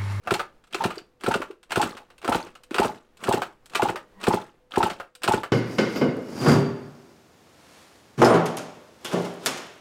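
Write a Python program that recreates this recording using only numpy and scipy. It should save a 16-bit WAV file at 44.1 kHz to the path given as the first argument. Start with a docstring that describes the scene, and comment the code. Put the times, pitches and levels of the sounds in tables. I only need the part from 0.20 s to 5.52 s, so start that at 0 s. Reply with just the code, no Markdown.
"""Beside a fence and a brick wall, a boot kicks a small two-stroke engine over twice a second; it never fires.
At each turn the exhaust port pops in three falling steps and the intake honks, both made of short resonances.
Lever, ratchet and gears clack as noise rattles ringing in the metal, over the crank's churn of lumpy noise.
Sparse echoes come off the fence and bricks, and a quiet yard with a faint hum lies behind."""
import sys
import numpy as np
from scipy import signal
from scipy.fft import rfft, irfft
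from scipy.io import wavfile
from scipy.ndimage import uniform_filter1d

SR = 44100
rng = np.random.default_rng(int(sys.argv[2]) if len(sys.argv) > 2 else 0)


def dump(signal):
    """Clip the signal to [-1, 1] and save it as 16-bit WAV at the path in sys.argv[1]."""
    limited = np.clip(np.atleast_2d(signal).T, -1, 1)
    pcm = np.round(limited * 32767).astype(np.int16)
    wavfile.write(sys.argv[1], SR, pcm)


N = 234590

# Colour of metal struck on metal. Each row: frequency in Hz, relative spectral level in dB.
BLOW_COLOUR = [(200, -29), (500, -7.5), (1160, -2.5), (1500, -6), (2050, -7.5), (2800, -3.5), (6500, -17.5),
               (8700, -15), (16000, -57)]


def gain_of(db):
    """Turns dB into an amplitude factor."""
    return 10 ** (np.asarray(db) / 20)


def evened(x):
    """Scales a signal to rms 1."""
    return x / np.sqrt(np.mean(x ** 2) + 1e-20)


def read(points, hz):
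    """Reads a curve of (Hz, value) rows on a log-frequency axis."""
    f, value = np.transpose(points)
    return np.interp(np.log(hz + 1), np.log(f + 1), value)


def add(mix, s, sound):
    """Mixes a sound in at s seconds, cut at the end of the mix."""
    part = mix[round(s * SR):][:len(sound)]
    part += sound[:len(part)]


def coloured(count, points, tilt_db=0):
    """Noise of rms 1 with the given spectrum, tilted about 2 kHz by tilt_db per octave."""
    hz = np.fft.rfftfreq(count, 1 / SR)
    shape_db = read(points, hz) + tilt_db * np.log2((hz + 50) / 2000)
    return evened(irfft(rfft(rng.standard_normal(count)) * gain_of(shape_db), count))


def resonate(x, hz, width):
    """A resonance of gain 1: shifts the pitch hz (fixed or a curve) to zero, smooths, and shifts back."""
    turn = np.exp(2j * np.pi * np.cumsum(hz * np.ones(len(x))) / SR)
    r = np.exp(-np.pi * width / SR)
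    smoothed = signal.lfilter([1 - r], [1, -r], x / turn + 1e-18)
    return 2 * (turn * smoothed).real


def burst(start, hz, db, t60, rise, rough):
    """One resonance swells at start seconds and dies away, part tone and part breathy noise."""
    t = np.maximum(np.arange(4096) / SR - start, 0)
    width = 0.34 * hz
    noise = evened(resonate(resonate(rng.standard_normal(len(t)), hz, width), hz, width))
    tone = np.sin(2 * np.pi * hz * rng.uniform(0.94, 1.04) * t)
    fade = gain_of(db - 60 * np.maximum(t - rise, 0) / t60)
    swell = np.sin(np.pi / 2 * np.minimum(t / rise, 1))
    return fade * swell * (tone + rough * noise)


def pop(fall, thump_db, crack_db):
    """Air cracks and squirts through the first slit, the emptying cylinder rings, then the slug thumps the pipe."""
    slit_hz, port_ring_hz, cylinder_hz, header_hz = 1402, 2682, 840, 385
    # The exhaust pipe. Each row: frequency in Hz, level in dB against the thump, 60 dB fade in seconds.
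    pipe_modes = [(45.5, -16.5, 0.13), (118.7, -12.5, 0.058), (166.3, -7.5, 0.023), (256.6, -9, 0.049)]
    crack = clack(crack_db, -3)
    squirt = burst(0, slit_hz, crack_db - 4.5, 0.036, 0.0031, 0.36)
    barrel = burst(0, port_ring_hz, crack_db - 14, 0.03, 0.001, 0.24)
    cylinder = burst(max(fall - 0.008, 0), cylinder_hz, thump_db - 8.5, 0.031, 0.0025, 1.0)
    thump = -burst(fall - 0.004, header_hz, thump_db - 1, 0.018, 0.0033, 0.66)
    pipe = sum(burst(fall - 0.006, hz, thump_db + db, t60, 0.0063, 0.32) for hz, db, t60 in pipe_modes)
    # the pipe throws air back
    rebound = burst(fall + 0.004025, 0.817 * cylinder_hz, thump_db - 9.5, 0.01, 0.0017, 1.0)
    sound = crack + squirt + barrel + cylinder + thump + pipe + rebound
    blast = clack(thump_db - 14.5, 7)  # bright hiss of the escaping slug
    add(sound, fall, blast)
    return sound


def honk(db, swell):
    """The air box rings as the port opens and again, weaker, as the sucked air surges back."""
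    air_box_hz, t60_s = 872, 0.049
    gulp = burst(0, air_box_hz, db, t60_s, swell, 0.32)
    surge_back = burst(0.00576, air_box_hz, db - 11.0, t60_s, 0.0063, 0.82)
    return gulp + surge_back


def clack(db, tilt_db):
    """A crack and a short uneven rattle, part heard direct, part through the ringing cases and lever."""
    # The engine cases. Each row: frequency in Hz, width in Hz, relative level in dB.
    case_modes = [(1493, 220, 0.5), (2690, 170, -5), (3390, 78, -22), (4480, 160, -7.5), (8250, 610, -12),
                  (12130, 3000, -24)]
    # The lever. Each row: frequency in Hz, relative level in dB, 60 dB fade in seconds.
    lever_modes = [(720.5, -5.5, 0.11), (1227, 0, 0.076), (1347, -2.5, 0.14), (2727, -12.5, 0.054)]
    t = np.arange(4096) / SR
    rattle_t60_s = max(0.081 - 0.0046 * tilt_db, 0.02)  # dull blows linger
    bounces = gain_of(2 * evened(uniform_filter1d(rng.standard_normal(len(t)), 90)))
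    crack = 1.05 * gain_of(-60 * t / 0.0034)
    attack = np.minimum(t / 0.00074, 1)
    shape = (bounces * gain_of(-60 * t / rattle_t60_s) + crack) * attack
    direct = coloured(len(t), BLOW_COLOUR, tilt_db) * shape
    cases = np.zeros(len(t))
    for hz, width, mode_db in case_modes:  # every blow lands elsewhere and wakes the modes unevenly
        woken_db = mode_db + tilt_db * np.log2(hz / 2000) + 1.0 * rng.standard_normal()
        struck = shape * rng.standard_normal(len(t))
        cases += gain_of(woken_db) * resonate(struck, hz * rng.uniform(0.881, 1.076), width)
    cases *= 0.62 * direct.std() / cases.std()
    lever_db = db - 20 - 1.5 * tilt_db  # the duller the blow, the more the lever rings
    lever = sum(burst(0, hz, lever_db + mode_db, t60, 0.0027, 0.36) for hz, mode_db, t60 in lever_modes)
    return gain_of(db - 8) * (direct + cases) + lever


def thud(db):
    """A soft low knock through the frame, a little higher or lower each time."""
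    frame_hz = 387 * rng.uniform(0.83, 1.086)
    return burst(0, frame_hz, db, 0.017, 0.0057, 0.9)


def ping(db, hz):
    """A small loose part rings, short and bright."""
    return burst(0, hz, db, 0.012, 0.00057, 0.69)


def groan():
    """The loaded lever pivot moans on a few fuzzy pitches, swelling slowly and dying faster."""
    # The moan. Each row: frequency in Hz, level in dB before the swell.
    pitches = [(195, -51), (990, -54.5), (1900, -57.5)]
    swell = np.sin(np.linspace(0, np.pi, 6000) ** 2 / np.pi)
    moan = sum(gain_of(db) * evened(resonate(rng.standard_normal(len(swell)), hz, 0.02 * hz))
               for hz, db in pitches)
    return swell * moan


def squeak():
    """A faint fuzzy whistle that sinks and fades as the crank stops."""
    length_s, start_hz, sag_hz, level_db = 0.062, 900, 80.5, -48
    u = np.linspace(0, 1, round(length_s * SR))
    whistle = evened(resonate(rng.standard_normal(len(u)), start_hz - sag_hz * u, 6.4))
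    return gain_of(level_db - 10 * u) * np.sqrt(np.sin(np.pi * u) + 1e-9) * whistle


def teeth():
    """Gear teeth knock at scattered moments and sizes, each waking one short ring somewhere in the cases."""
    knocks_per_s, spread_db = 600, 4
    knocks = rng.random(N) < knocks_per_s / SR
    size = gain_of(spread_db * np.minimum(rng.exponential(1, N), 3)) * knocks
    pitches = np.geomspace(1150, 9000, num=16)
    place = rng.integers(0, len(pitches), N)
    t = np.arange(1024) / SR
    total = np.zeros(N)
    for k, hz in enumerate(pitches):
        fade = gain_of(read(BLOW_COLOUR, hz) - 60 * t * hz / 22)  # falls 60 dB in 22 cycles
        ring = fade * np.sin(2 * np.pi * hz * t)
        total += signal.oaconvolve(size * (place == k), ring)[:N]
    return evened(total)


def churn():
    """Rubbing and meshing parts: noise in lumps of changing colour that swells with each stroke and runs down."""
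    # Each stroke spins crank, gears and rings. Each row: start in seconds, level in dB.
    strokes = [(0.01, -43), (0.502, -34.5), (0.991, -37), (1.489, -30), (2.014, -33), (2.5, -33),
               (2.989, -30), (3.509, -32.5), (3.992, -33.5), (4.51, -33), (5.012, -35.5)]
    # Colour of the rubbing. Each row: frequency in Hz, relative spectral level in dB.
    rub_colour = [(60, -3), (360, 11.5), (880, 0), (1340, 2), (2050, -11.5), (2770, -8.5), (8120, -15.5),
                  (12500, -25), (16000, -28)]
    spin_up_s, spin_s, run_down_db_per_s, teeth_db = 0.16, 0.15, 167, -5.5  # teeth against the rub
    t = np.arange(N) / SR
    speed = np.zeros(N)
    for start, db in strokes:
        run_down_db = run_down_db_per_s * np.maximum(t - start - spin_s, 0)
        speed += gain_of(db - run_down_db) * np.clip((t - start) / spin_up_s, 0, 1)
    z = signal.stft(coloured(N, rub_colour), nperseg=256, noverlap=192)[2]
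    # patches shift the colour, lumps the whole level
    grain = uniform_filter1d(rng.standard_normal(z.shape), 9, axis=0)
    patches = evened(uniform_filter1d(grain, 5, axis=1))
    lumps = evened(uniform_filter1d(rng.standard_normal(z.shape[1]), 4))
    lumpy = z * gain_of(4.0 * patches + 3.7 * lumps)
    rub = evened(signal.istft(lumpy, nperseg=256, noverlap=192)[1][:N])
    return speed * (rub + gain_of(teeth_db) * teeth())


def walls(x):
    """Sparse echoes of random sign off fence and bricks, each band dying at its own speed."""
    # How long the echoes last. Each row: frequency in Hz, 60 dB fade in seconds.
    fades = [(300, 0.29), (8000, 0.19)]
    taps = np.zeros(SR // 2)
    at = np.arange(200, len(taps) - 20, 20)
    taps[at + rng.integers(0, 20, len(at))] = rng.choice([-1., 1.], len(at))
    hz, t, z = signal.stft(taps, SR, nperseg=256)
    decay = gain_of(-60 * t / read(fades, hz)[:, None])
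    tail = signal.istft(z * decay, SR, nperseg=256)[1]
    return signal.fftconvolve(x, tail / np.linalg.norm(tail))[:N]


def yard():
    """Quiet outdoor background noise that swells slowly, with a faint fuzzy hum."""
    # Colour of the open air. Each row: frequency in Hz, relative spectral level in dB.
    air_colour = [(20, 14), (70, 0.5), (400, -0.5), (1480, -11), (7950, -28), (14000, -32.5)]
    air_db, hum_hz, hum_db = -63.5, 497, -70
    swell = evened(uniform_filter1d(uniform_filter1d(rng.standard_normal(N), 6000), 4000))
    air = gain_of(air_db + 3.0 * swell) * coloured(N, air_colour)
    hum = evened(resonate(rng.standard_normal(N), hum_hz, 2.4))
    return air + gain_of(hum_db) * hum


def scene():
    """Places all the engine's sounds over its churn, then adds the echoes and the yard."""
    # Exhaust port opening. Each row: start in seconds, thump delay in seconds, thump level in dB, crack level in dB.
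    pops = [(.107, 0.014, -12.5, -14.5), (.639, 0.018, -14.5, -14), (.695, 0.0073, -34, -48),
            (1.062, 0.022, -12, -19), (1.140, 0.018, -16.5, -15), (1.558, 0.018, -13, -14.5),
            (1.626, .013, -15, -17.5), (2.077, 0.017, -11, -19.5), (2.146, 0.01, -13, -20),
            (2.583, 0.017, -11.5, -11.5), (2.645, 0.01, -15.5, -24.5), (3.071, 0.019, -8.5, -25.5),
            (3.134, 0.0098, -13.5, -20), (3.62, .011, -11.5, -17), (3.686, 0.0142, -19.5, -20),
            (4.068, 0.016, -9, -17.5), (4.132, 0.011, -12.5, -20.5), (4.558, .022, -10, -22),
            (4.628, .011, -12.5, -15), (4.699, 0.015, -34, -19.5), (5.077, .013, -9.5, -12),
            (5.135, 0.0082, -12.5, -17)]
    # Intake gulps. Each row: start in seconds, level in dB, swell in seconds.
    honks = [(0.152, -22, 0.0042), (0.604, -15.5, 0.0064), (1.106, -19, 0.0046), (1.597, -12.5, .003),
             (2.117, -15.5, 0.0026), (2.195, -29, 0.0042), (2.618, -12, 0.0018), (2.691, -27, 0.0036),
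             (3.111, -11.5, 0.0027), (3.173, -22, 0.004), (3.595, -12.5, 0.0028), (3.650, -15, 0.0084),
             (4.105, -13, .003), (4.168, -25, 0.0071), (4.603, -11.5, 0.0042), (4.659, -18.5, 0.0044),
             (5.110, -12, .003), (5.173, -24, .008)]
    # Boot on the lever, or the lever on its stop. Each row: start in seconds, level in dB.
    thuds = [(0.548, -28), (0.772, -33), (1.039, -26), (1.2, -28), (1.301, -33), (1.527, -31), (2.037, -41),
             (2.05, -28), (2.511, -24.5), (2.549, -23.5), (3.507, -39.5), (3.559, -27.5), (3.744, -36),
             (4.71, -26.5), (5.04, -28)]
    # Loose part. Each row: start in seconds, level in dB, approximate pitch in Hz.
    pings = [(0.534, -25, 3200), (0.781, -33, 4620), (2.227, -37, 4340), (2.279, -51, 5300),
             (4.039, -23.5, 3030), (4.52, -33, 3300)]
    # Metal on metal. Each row: start in seconds, level in dB, tilt in dB per octave.
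    clacks = [(0.0722, -20, -7.5), (0.139, -15, 0.5), (0.194, -15.5, -5.5), (0.4394, -47, -1),
              (0.47, -51, 1), (0.509, -50, -2), (0.5267, -32, 0), (0.5445, -19, -1), (0.7049, -23.5, -5.5),
              (0.755, -37, 1), (0.7815, -32.5, -0.5), (1.0096, -40.5, 0), (1.036, -22.5, -2),
              (1.1116, -16.5, -5.5), (1.2167, -21.5, -6), (1.3083, -40.5, -3), (1.4298, -41.5, 1.5),
              (1.496, -46.5, -1), (1.5062, -26.5, -2), (1.5193, -18, -2), (1.6152, -17, 2),
              (1.7679, -31, -1.5), (1.7765, -37.5, -5.5), (1.9019, -42, -3), (1.9802, -44, 2),
              (2.016, -40, 0), (2.0263, -35, -4), (2.0455, -22.5, -3.5), (2.1226, -14.5, -6),
              (2.226, -47, 6), (2.266, -38, -4.5), (2.3521, -36.5, -1), (2.435, -40, 4),
              (2.5088, -30, -2.5), (2.5432, -18.5, -1), (2.5603, -20.5, -5.5), (2.6305, -22, 0),
              (2.76, -46, -4.5), (2.9706, -44, 2.5), (3.021, -48, -4), (3.037, -21, -0.5), (3.1249, -20, 3),
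              (3.2186, -17, -5.5), (3.458, -38.5, 4.5), (3.4973, -43, 2), (3.535, -31, -3),
              (3.549, -19, -1), (3.5532, -11, -1.5), (3.7578, -21, -5), (4.0011, -41, -2),
              (4.012, -32.5, -0.5), (4.031, -28.5, -0.5), (4.0386, -20, -1), (4.0834, -22, 13),
              (4.265, -51.5, 2), (4.508, -41, -0.5), (4.5192, -38, -3.5), (4.5374, -26.5, -5.5),
              (4.799, -25.5, -7.5), (4.9513, -37, 3.5), (5.019, -34, -1.5), (5.0339, -19.5, 0.5),
              (5.0403, -16, -0.5), (5.1218, -22.5, 4), (5.2331, -21.5, -6.5)]
    engine = churn()
    for table, source in ((pops, pop), (honks, honk), (thuds, thud), (pings, ping), (clacks, clack)):
        for s, *settings in table:
            add(engine, s, source(*settings))
    add(engine, 3.915, groan())
    add(engine, 1.785, squeak())
    # so small a machine radiates little deep bass
    engine = signal.sosfilt(signal.butter(2, 95, "high", fs=SR, output="sos"), engine)
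    return (engine + gain_of(-12.0) * walls(engine) + yard())[None]


def record(dry):
    """The microphone signal: loud peaks are squeezed softly, then the band is limited."""
    edge_hz = 16000
    squeezed = 0.5 * np.tanh(dry / 0.5)
    band_limit = signal.firwin(511, edge_hz, window=("kaiser", 9), fs=SR)
    return signal.oaconvolve(squeezed, band_limit[None], "same")


dry = scene()
out = record(dry)
dump(out)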